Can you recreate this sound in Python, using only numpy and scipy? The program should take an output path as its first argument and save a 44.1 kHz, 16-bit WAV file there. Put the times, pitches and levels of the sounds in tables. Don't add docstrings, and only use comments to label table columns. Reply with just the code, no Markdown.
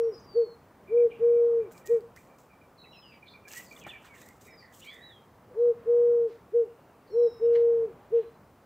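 import sys
import numpy as np
from scipy import signal
from scipy.fft import rfft, irfft, next_fast_len
from scipy.io import wavfile
from scipy.ndimage import uniform_filter1d

SR = 44100
rng = np.random.default_rng(int(sys.argv[2]) if len(sys.argv) > 2 else 0)


def boost(x):
    u = np.asarray(x, float) / 20
    return 10 ** u


def unload_wav(signal):
    wavfile.write(
        sys.argv[1],
        SR,
        np.round(np.clip(np.atleast_2d(signal).T, -1, 1) * 32767).astype(np.int16),
    )


N = 381465

# frequency in Hz, density in dB per Hz.
LEAF_COLOUR = [(700, -42.5), (1500, -21.5), (2600, -10), (3600, -11), (5100, -9), (6200, -5), (7600, -2.5),
               (8500, -7), (9800, -17), (12500, -9), (15900, -7.5)]
# start in seconds, peak in dB, ring in Hz, low knock in dB relative.
LEAF_SNAPS = [(1.712, -53.5, 7320, 5), (1.7792, -42.5, 5230, -23), (1.8737, -32, 7240, -28),
              (2.0076, -49, 4700, -14.5), (2.163, -43, 5620, 0), (2.386, -55, 6105, 0),
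              (2.4185, -57, 7570, 0), (1.8594, -45, 7600, -20), (2.272, -57, 7000, -10),
              (3.476, -52, 6200, -20), (3.657, -48, 6500, -20), (3.685, -50, 7000, -20),
              (3.7102, -51, 7380, -20), (4.9289, -58, 6230, -20), (3.525, -43, 7000, -20),
              (3.552, -42, 5000, -20), (3.482, -39, 7170, -32), (3.5169, -35, 8500, -31),
              (3.5355, -30, 6420, -8.5), (3.5712, -39, 7450, -6.5), (3.7257, -42, 6830, -22),
              (3.7531, -47, 8340, -22), (3.7668, -51, 7820, -16), (3.7986, -42, 6700, -41),
              (3.8387, -44, 7470, -8), (3.8675, -45, 7010, 8), (4.047, -53, 5870, 7),
              (4.141, -63, 7300, 19), (4.2161, -44, 7670, -18), (4.2883, -39, 13120, -25),
              (4.3332, -56, 14000, -15), (4.2176, -47, 13500, -25), (4.4125, -51.5, 8110, -19),
              (4.8515, -48, 5740, -9), (4.9444, -48, 7600, -18), (3.6459, -44, 7400, -15),
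              (3.74, -53, 7800, -20), (4.182, -53, 7900, -20), (4.765, -53, 7500, -20),
              (4.802, -51, 7600, -20), (3.487, -39, 5500, -16), (3.733, -52, 6500, -20),
              (4.262, -52, 7420, -20), (4.7264, -51, 7520, -20), (4.7973, -51, 7100, -20)]
# start and length in seconds, level in dB, pitch in Hz,
# trailing murmur in seconds.
OPENERS = [
    (.904, .182, -19.5, 483.5, .02),
    (5.561, .172, -21.3, 486, .022),
    (7.129, .163, -20.3, 484, .025),
]
HELD = [
    (-.33, .44, -21, 471, .045),
    (1.2, .433, -19.8, 472.5, .058),
    (5.862, .424, -20.5, 477, .025),
    (7.406, .462, -20.8, 469.5, .05),
]
CLOSERS = [
    (.35, .102, -20, 474.6, .028),
    (1.89, .103, -20, 474.5, .028),
    (6.533, .115, -20, 476.7, .035),
    (8.119, .102, -20.5, 471.3, .028),
]
LEAD_S = 0.04


def evened(x):
    return x / np.sqrt(np.mean(x ** 2) + 1e-20)


def read(points, hz):
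    f, value = np.transpose(points)
    return np.interp(np.log(hz + 1), np.log(f + 1), value)


def coloured(x, points):
    count = next_fast_len(len(x) + len(x) % 2, True)
    gain = boost(read(points, np.fft.rfftfreq(count, 1 / SR)))
    return irfft(rfft(x, count) * gain, count)[:len(x)]


def add(mix, s, sound):
    first = round(s * SR)
    part, sound = mix[max(first, 0):], sound[max(-first, 0):]
    part[:len(sound)] += sound[:len(part)]


def wander(count, ms):
    span = max(int(ms * SR / 1000), 1)
    once = uniform_filter1d(rng.standard_normal(count), span)
    return evened(uniform_filter1d(once, span))


def fuzzy(hz, width_hz):
    r = np.exp(-np.pi * width_hz / SR)
    z = rng.standard_normal(len(hz)) + 1j * rng.standard_normal(len(hz))
    z = signal.lfilter([1], [1, -2 * r, r * r], z)
    return evened((z * np.exp(2j * np.pi * np.cumsum(hz) / SR)).real)


def edges(count, ms):
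    return signal.windows.tukey(count, min(2 * ms * SR / 1000 / count, 1))


def eased(u):
    return np.sin(np.pi / 2 * np.clip(u, 0, 1)) ** 1.3


def yard():
    # frequency in Hz, density in dB per Hz.
    hum_colour = [(15, -59), (25, -25.5), (90, -1.5), (262, -4), (342, -7), (466, -5.5), (582, -7),
                  (636, -7), (1160, -10.5), (1580, -17.5), (1970, -21), (2810, -28), (5000, -41),
                  (6500, -67.5), (11000, -120)]
    # frequency in Hz, share in common from 0 to 1.
    likeness = [(40, .999), (150, .995), (700, .99), (2000, .96), (5000, .93)]
    # peak in seconds, half width in seconds, gain in dB.
    hum_swells = [(.15, .3, 3), (1.4, 0.65, 4), (3.9, .5, 2.5), (5.9, .45, 3.5), (7.7, 0.58, 4.5)]
    frames, hz = N // 256 + 5, np.fft.rfftfreq(1024, 1 / SR)
    a, b, c, d, patches = rng.standard_normal((frames, 513, 5)).T
    patches = evened(uniform_filter1d(uniform_filter1d(patches, 12, 0), 14, 1))
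    t = np.arange(frames) * 256 / SR
    swell = sum(db * np.exp(-((t - s) / width) ** 2) for s, width, db in hum_swells)
    same = np.clip(read(likeness, hz), -1, 1)[:, None]
    left = a + 1j * b
    right = same * left + np.sqrt(1 - same ** 2) * (c + 1j * d)
    z = np.array([left, right]) * boost(read(hum_colour, hz)[:, None] + 1.1 * patches + swell)
    return boost(-56) * evened(signal.istft(z, nperseg=1024, noverlap=768)[1][:, :N])


def echoes(x, t60, scatter_db):
    # delay in seconds, level in dB.
    walls = [
        (.035, -30),
        (.094, -27.5),
        (.135, -38),
    ]
    count = SR // 2
    t = np.arange(count) / SR
    sparse = rng.choice([-1., 1.], count) * (rng.random(count) < 1500 / SR)
    tail = sparse * boost(-60 * t / t60) * (t > .012)
    other = rng.standard_normal((2, count)) * np.abs(tail)
    taps = boost(scatter_db) * (tail + .4 * other) / np.linalg.norm(tail)
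    for delay, db in walls:
        taps[:, int(delay * SR)] += boost(db)
    return signal.oaconvolve(x[None], taps, axes=1)[:, :N]


def scuffs():
    # start and length in seconds, top in Hz, level in dB.
    rubs = [ (3.866, 0.03, 3000, -47), (3.865, .03, 900, -48), (1.9, .15, 750, -57),
            (4.038, 0.09, 4500, -56), (6.268, 0.2, 6580, -66.5), (7.527, 0.039, 6000, -60.5),
            (7.549, 0.035, 5500, -51), (7.561, 0.1, 5030, -59.5), (8.121, 0.27, 4300, -63), ]
    # start in seconds, peak in dB, pitch in Hz, decay in seconds.
    s, db, hz, decay = (3.8662, -31, 750, .0022)
    out = np.zeros(N)
    t = np.arange(1800) / SR
    add(out, s, boost(db) * np.exp(-t / decay) * np.sin(2 * np.pi * hz * t))
    for s, length, top_hz, db in rubs:
        dull = [(.05 * top_hz, -12), (.25 * top_hz, 0), (.8 * top_hz, -8), (1.8 * top_hz, -35)]
        noise = evened(coloured(rng.standard_normal(int(length * SR)), dull))
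        u = np.linspace(0, 5, len(noise))
        add(out, s, boost(db) * noise * np.e * u * np.exp(-u) * edges(len(noise), ms=0.95))
    return out


def snaps():
    out, ticks = np.zeros((2, N))
    t = np.arange(1800) / SR
    for s, db, ring_hz, knock_db in LEAF_SNAPS:
        add(ticks, s, boost(db + 14) * np.ones(1))
        add(out, s, boost(db - 3) * np.exp(-t / .0006) * np.sin(2 * np.pi * ring_hz * t))
        knock = fuzzy(np.full(len(t), 1600), width_hz=1200)
        add(out, s, boost(db + knock_db - 10.5) * np.exp(-t / 0.01) * knock)
    return out + coloured(ticks, LEAF_COLOUR)


def stirring():
    # peak in seconds, rise and fall in seconds (20 dB each), level in dB.
    stirs = [ (1.72, .01, .06, -61), (1.778, .03, .07, -66), (1.866, .012, .07, -57), (1.92, .04, .16, -72),
             (2.162, .007, .08, -66), (2.2, .03, .3, -77), (2.388, .008, .1, -71),
             (3.482, 0.0097, 0.18, -63), (3.58, .095, 0.051, -50), (3.64, .06, .12, -66),
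             (3.8, .12, 0.04, -63), (3.872, .008, .1, -63), (4.058, .06, .09, -67), (4.15, .02, .2, -72),
             (4.37, .1, .1, -79), (4.56, .2, .3, -84), (4.222, .08, .055, -64.5), (4.262, .015, 0.09, -69),
             (4.414, .012, .07, -64), (4.47, .06, .04, -68), (4.74, .03, .12, -65),
             (4.805, .07, 0.027, -64), (4.854, .05, 0.09, -66), (4.942, 0.03, .03, -69),
             (4.97, .02, .4, -78), ]
    stir = np.zeros(N)
    for s, rise, fall, db in stirs:
        t = np.arange(-rise, 2 * fall, 1 / SR)
        add(stir, s - rise, boost(db - 20 * np.maximum(-t / rise, t / fall)))
    t = np.arange(1800) / SR
    for s, db, _, _ in LEAF_SNAPS:
        add(stir, s, boost(db - 38) * np.exp(-t / .008))
    return stir


def crackle():
    size = boost(2.1 * np.minimum(rng.exponential(1, N), 4))
    cracks = rng.standard_normal(N) * size * (rng.random(N) < 2500 / SR)
    cracks = evened(cracks) + 1.4 * rng.standard_normal(N)
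    cracks = evened(coloured(cracks, LEAF_COLOUR))
    clumped = np.zeros(N)
    for side in "high", "low":
        split = signal.butter(4, 9800, side, fs=SR, output="sos")
        clumped += signal.sosfilt(split, cracks) * boost(1.8 * wander(N, ms=6.))
    return clumped


def leaves():
    return snaps() + scuffs() + boost(3.7) * crackle() * stirring()


def whistles():
    # start and length in seconds, start and end pitch in Hz, level in dB.
    even_slides = [ (0., .17, 5615, 5575, -68.5), (.118, 0.08, 5050, 4980, -61),
                   (0.135, 0.05, 5370, 5260, -62), (.255, .3, 4850, 4215, -57), (.2, .07, 4900, 4860, -68),
                   (.168, .035, 4930, 4900, -57), (.14, .03, 5650, 5550, -67), (.03, .05, 4600, 4600, -74),
                   (3.015, .115, 3130, 2600, -59), (2.935, .045, 2850, 2560, -61),
                   (4.1, .055, 2260, 2240, -58), (4.115, .06, 1540, 1720, -64), (4.46, .1, 2330, 2290, -62),
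                   (1.842, 0.055, 1860, 1890, -51.5), (1.89, .06, 1900, 1900, -61),
                   (3.548, .075, 1870, 1990, -48), (2.835, .175, 3870, 4020, -61),
                   (2.775, .068, 4080, 3830, -60), (2.908, .26, 5570, 4760, -63),
                   (4.44, 0.15, 3790, 3745, -73), (4.567, .065, 5080, 4450, -57.5),
                   (4.52, .04, 5120, 5060, -62), (7.095, .12, 5490, 5480, -65),
                   (7.16, .31, 5490, 5270, -63), (8.182, .18, 4080, 4040, -76), ]
    # start and length in seconds, start and end pitch in Hz, level in dB.
    swoops = [ (3.897, .04, 3600, 2380, -49), (3.887, .022, 3500, 3480, -47), (4.5, .035, 5650, 5120, -66),
              (4.825, .13, 3100, 4900, -70), (4.82, .05, 5500, 5750, -68), (7.095, .06, 4650, 4150, -65),
              (7.14, .33, 4170, 3800, -69), (3.812, .04, 3100, 2350, -57), (3.772, .014, 3000, 2900, -58), ]
    out = np.zeros(N)
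    for calls, settle in (even_slides, 1.1), (swoops, 3.2):
        for s, length, from_hz, to_hz, db in calls:
            u = np.linspace(0, 1, int(length * SR))
            hz = from_hz + (to_hz - from_hz) * (1 - np.exp(-settle * u)) / (1 - np.exp(-settle))
            swell = (.12 + .88 * eased(u / 0.4)) * boost(db - 9 * u ** 2)
            tone = np.sqrt(2) * np.sin(2 * np.pi * np.cumsum(hz) / SR) + 0.25 * fuzzy(hz, 220)
            flutter = boost(1.6 * wander(len(hz), ms=9.))
            add(out, s, swell * flutter * tone * edges(len(hz), ms=5.))
    return out


def arched_whistle():
    # time in seconds, pitch in Hz, level in dB.
    course = [(4.835, 2633, -68), (4.897, 3372, -51), (4.999, 3701, -72), (5.041, 3916, -54),
              (5.073, 3910, -50), (5.101, 3752, -59), (5.127, 3389, -62), (5.169, 3237, -60),
              (5.25, 3172, -80)]
    s, hz, db = np.transpose(course)
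    t = np.arange(s[0], s[-1], 1 / SR)
    hz = uniform_filter1d(np.interp(t, s, hz), size=1100)
    tone = np.sqrt(2) * np.sin(2 * np.pi * np.cumsum(hz) / SR) + .3 * fuzzy(hz, 200)
    return s[0], tone * boost(np.interp(t, s, db) - .5 + 2.0 * wander(len(t), ms=9.))


def chirps():
    # start
    # and length in seconds, start and end pitch in Hz, level in dB.
    tweets = [ (2.77, .1, 4350, 3930, -64), (2.83, 0.042, 2650, 2570, -60), (2.916, 0.09, 2930, 2540, -61),
              (3.015, .12, 3200, 2700, -65), (4.86, .12, 3000, 3650, -60), (3.268, 0.09, 3600, 3550, -62),
              (3.252, .1, 4150, 4200, -67), (3.292, .03, 4900, 4600, -68), (4.835, .09, 2230, 2330, -52),
              (3.457, .11, 1575, 1920, -61.5), (3.538, 0.083, 1822, 2010, -52),
              (3.645, .055, 5600, 3900, -64), (3.782, .03, 6150, 6100, -64), (3.76, 0.016, 3400, 3550, -56),
              (3.805, 0.03, 3400, 3000, -61), (5.57, 0.17, 4100, 3870, -84),
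              (7.44, 0.19, 2806, 2790, -72.5), (6.55, .4, 2800, 2780, -82), ]
    chatter = [ (.23, .04, 5400, 5550, -70), (2.165, 0.02, 2040, 1870, -53), (2.842, .053, 2100, 2055, -65),
               (3.012, .03, 3350, 3250, -63), (3.85, .14, 1850, 1820, -59), (4.125, .08, 2150, 1750, -58),
               (4.2, .14, 1780, 2150, -62), (4.46, .12, 2150, 1890, -62), (3.75, .06, 2100, 1800, -64),
               (4.613, .13, 1930, 1870, -61), (4.81, 0.037, 2580, 3400, -53.5),
               (4.9, .24, 1960, 1830, -58.5), (7.547, 0.025, 1987, 1980, -49),
               (7.549, .022, 2900, 2900, -57), (7.549, .022, 4200, 4200, -61), ]
    rasps = [ (.12, .14, 5200, 5200, -70), (7.06, .05, 4500, 4500, -73), (.19, .03, 5970, 6300, -66),
             (1.094, .14, 2900, 2440, -64), (3.29, .09, 4300, 4200, -66.5), (3.49, .16, 2800, 2700, -61),
             (3.68, .07, 4590, 4500, -67), (3.872, .065, 3300, 3200, -56), (3.262, .04, 3650, 3650, -57),
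             (3.11, .09, 2600, 2450, -63), (4.14, .1, 2600, 2400, -66), (4.58, .1, 4950, 4600, -67),
             (2.92, .06, 3300, 3000, -66), (3.8, .2, 3000, 2700, -63), (4.72, .07, 3300, 3200, -70),
             (4.8, .14, 3300, 4300, -66), (4.16, .1, 3500, 3900, -70), (3.5, .13, 2300, 2300, -60),
             (3.96, .14, 2900, 2700, -67), (8.14, .12, 2694, 2700, -73), ]
    # start and length in seconds, level in dB.
    far_peeps = [ (.866, 0.084, -60), (0.965, 0.076, -56.5), (1.098, 0.067, -58), (1.22, 0.1, -69),
                 (1.32, 0.09, -68), (1.585, 0.11, -69), (1.73, 0.07, -66), (1.8, .05, -69),
                 (1.86, 0.13, -69), (2.166, 0.055, -65), (2.278, 0.096, -73), (2.483, 0.098, -67.5),
                 (2.603, 0.067, -67), (3.106, 0.089, -63), (3.217, 0.072, -58.5), (3.327, 0.073, -58.5),
                 (3.434, 0.062, -56.5), (3.703, 0.05, -52), (3.832, 0.05, -51), (3.918, 0.075, -52),
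                 (4.075, 0.04, -63), (4.442, 0.089, -61), (4.586, 0.04, -67), ]
    peep_hz = 2345
    peeps = [(s, length, 1.02 * peep_hz, .99 * peep_hz, db) for s, length, db in far_peeps]
    out = np.zeros(N)
    for calls, width_hz in (tweets, 180), (chatter, 280), (rasps, 650), (peeps, 95):
        for s, length, from_hz, to_hz, db in calls:
            hz = np.linspace(from_hz, to_hz, int(length * SR))
            fade_db = -6 * np.linspace(-.5, .5, len(hz))
            level = boost(db + fade_db + 1.2 * wander(len(hz), ms=7.))
            add(out, s, level * fuzzy(hz, width_hz) * edges(len(hz), ms=20.))
    return out


def songbirds():
    out = whistles() + chirps()
    add(out, *arched_whistle())
    return out


def effort(note, shape):
    length, db, top_hz, trail = note
    rise, fall, droop, scoop_hz, scoop_s, sag_hz, murmur_db, lead, wane_db, sag_power = shape
    t = np.arange(-LEAD_S, length + trail, 1 / SR)
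    inside = np.clip(t, 0, length)
    before = np.maximum(-t, 0) / lead
    after = np.maximum(t - length, 0) / trail
    late = (inside / length) ** 2.6
    closing = eased((length - t) / fall)
    hz = top_hz - scoop_hz * np.exp(-inside / scoop_s) - sag_hz * (inside / length) ** sag_power
    hz = hz - 95 * after - 70 * np.minimum(before, 1)
    hz = hz - 22 * (1 - closing)
    body = eased(t / rise) * closing * (1 - droop * late)
    body = body * boost(wane_db * eased((t - length + 3.2 * trail) / .08))
    lead_db = -21
    murmur = boost(lead_db + (murmur_db - lead_db) * late ** 2 - 16 * (after + before))
    return hz, boost(db) * (body + murmur * eased((t + lead * 1) / .004))


def coos():
    # rise and fall in seconds, droop share, scoop in Hz
    # and seconds, sag in Hz, murmur in dB, lead-in in seconds, wane in dB, sag power.
    opener_shape = (.074, .036, -.2, 72, .026, 19, -27, .024, -.4, 2.6)
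    held_shape = (.052, .038, .45, 45, .014, 20, -17, .013, -3, 4.5)
    closer_shape = (.034, .05, .2, 70, 0.009, 22, -21, .015, -.6, 2.6)
    # multiple of the pitch, level in dB.
    overtones = [(2, -48.5), (3, -58)]
    out = np.zeros(N)
    for notes, shape in (OPENERS, opener_shape), (HELD, held_shape), (CLOSERS, closer_shape):
        for s, *note in notes:
            hz, level = effort(note, shape)
            turns = 2 * np.pi * np.cumsum(hz * (1 + .002 * wander(len(hz), ms=2.7))) / SR
            turns = turns - turns[max(round((LEAD_S - s) * SR), 0)]
            upper = sum(boost(db) * np.cos(k * turns) for k, db in overtones)
            tone = np.cos(turns) + boost(14 * (1 - level / level.max())) * upper
            tone = np.sqrt(2) * tone + boost(-32.5) * fuzzy(hz + 60, 150)
            unsteady = level * boost(.25 * wander(len(hz), ms=8.))
            add(out, s - LEAD_S, unsteady * tone * edges(len(hz), ms=4.))
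    return out


def breaths():
    # start and length in seconds, start and end pitch in Hz, level in dB.
    leaks = [
        (5.495, .075, 460, 560, -52),
        (7.085, .04, 490, 470, -53),
        (5.845, .025, 560, 520, -52),
    ]
    # seconds after the note, length in seconds, start and end pitch in Hz, width in Hz,
    # level in dB relative to the note.
    after, span, gasp_from_hz, gasp_to_hz, width_hz, gasp_db = (.008, .05, 480, 450, 70, -31)
    out = np.zeros(N)
    for s, length, db, *_ in OPENERS + HELD + CLOSERS:
        gasp = fuzzy(np.linspace(gasp_from_hz, gasp_to_hz, int(span * SR)), width_hz)
        add(out, s + length + after, boost(db + gasp_db) * gasp * edges(len(gasp), ms=12.))
    for s, length, from_hz, to_hz, db in leaks:
        puff = fuzzy(np.linspace(from_hz, to_hz, int(length * SR)), 80)
        add(out, s, boost(db) * puff * edges(len(puff), ms=10.5))
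    return out


def dove():
    return coos() + breaths()


def scene():
    coo, small = dove(), songbirds()
    near = small + leaves()
    apart = .17 * (np.roll(near, 9) - np.roll(near, 23)) / np.sqrt(2)
    near = np.array([near + apart, near - apart]) * boost(np.array([[-.3], [.3]]))
    back = echoes(coo, t60=.45, scatter_db=-34) + echoes(small, t60=.35, scatter_db=-12)
    return coo * boost(np.array([[.35], [-.35]])) + near + back + yard()


def band_limit(x):
    return signal.sosfilt(signal.butter(12, 15810, fs=SR, output="sos"), x)


def record(dry):
    # frequency in Hz, density in dB per Hz.
    hiss_colour = [(2000, -5), (5000, -2), (9500, -5), (12500, -5.5), (15500, -0.5)]
    shared, left, right = (evened(coloured(v, hiss_colour)) for v in rng.standard_normal((3, N)))
    hiss = boost(-72.5) * (shared + .38 * np.array([left, right]))
    rumble_cut = signal.butter(2, 42, "high", fs=SR, output="sos")
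    top_cut = signal.firwin(511, 15750, window=("kaiser", 9), fs=SR)
    heard = signal.oaconvolve(signal.sosfilt(rumble_cut, dry + hiss), top_cut[None], "same")
    return band_limit(heard)


dry = scene()
out = record(dry)
unload_wav(out)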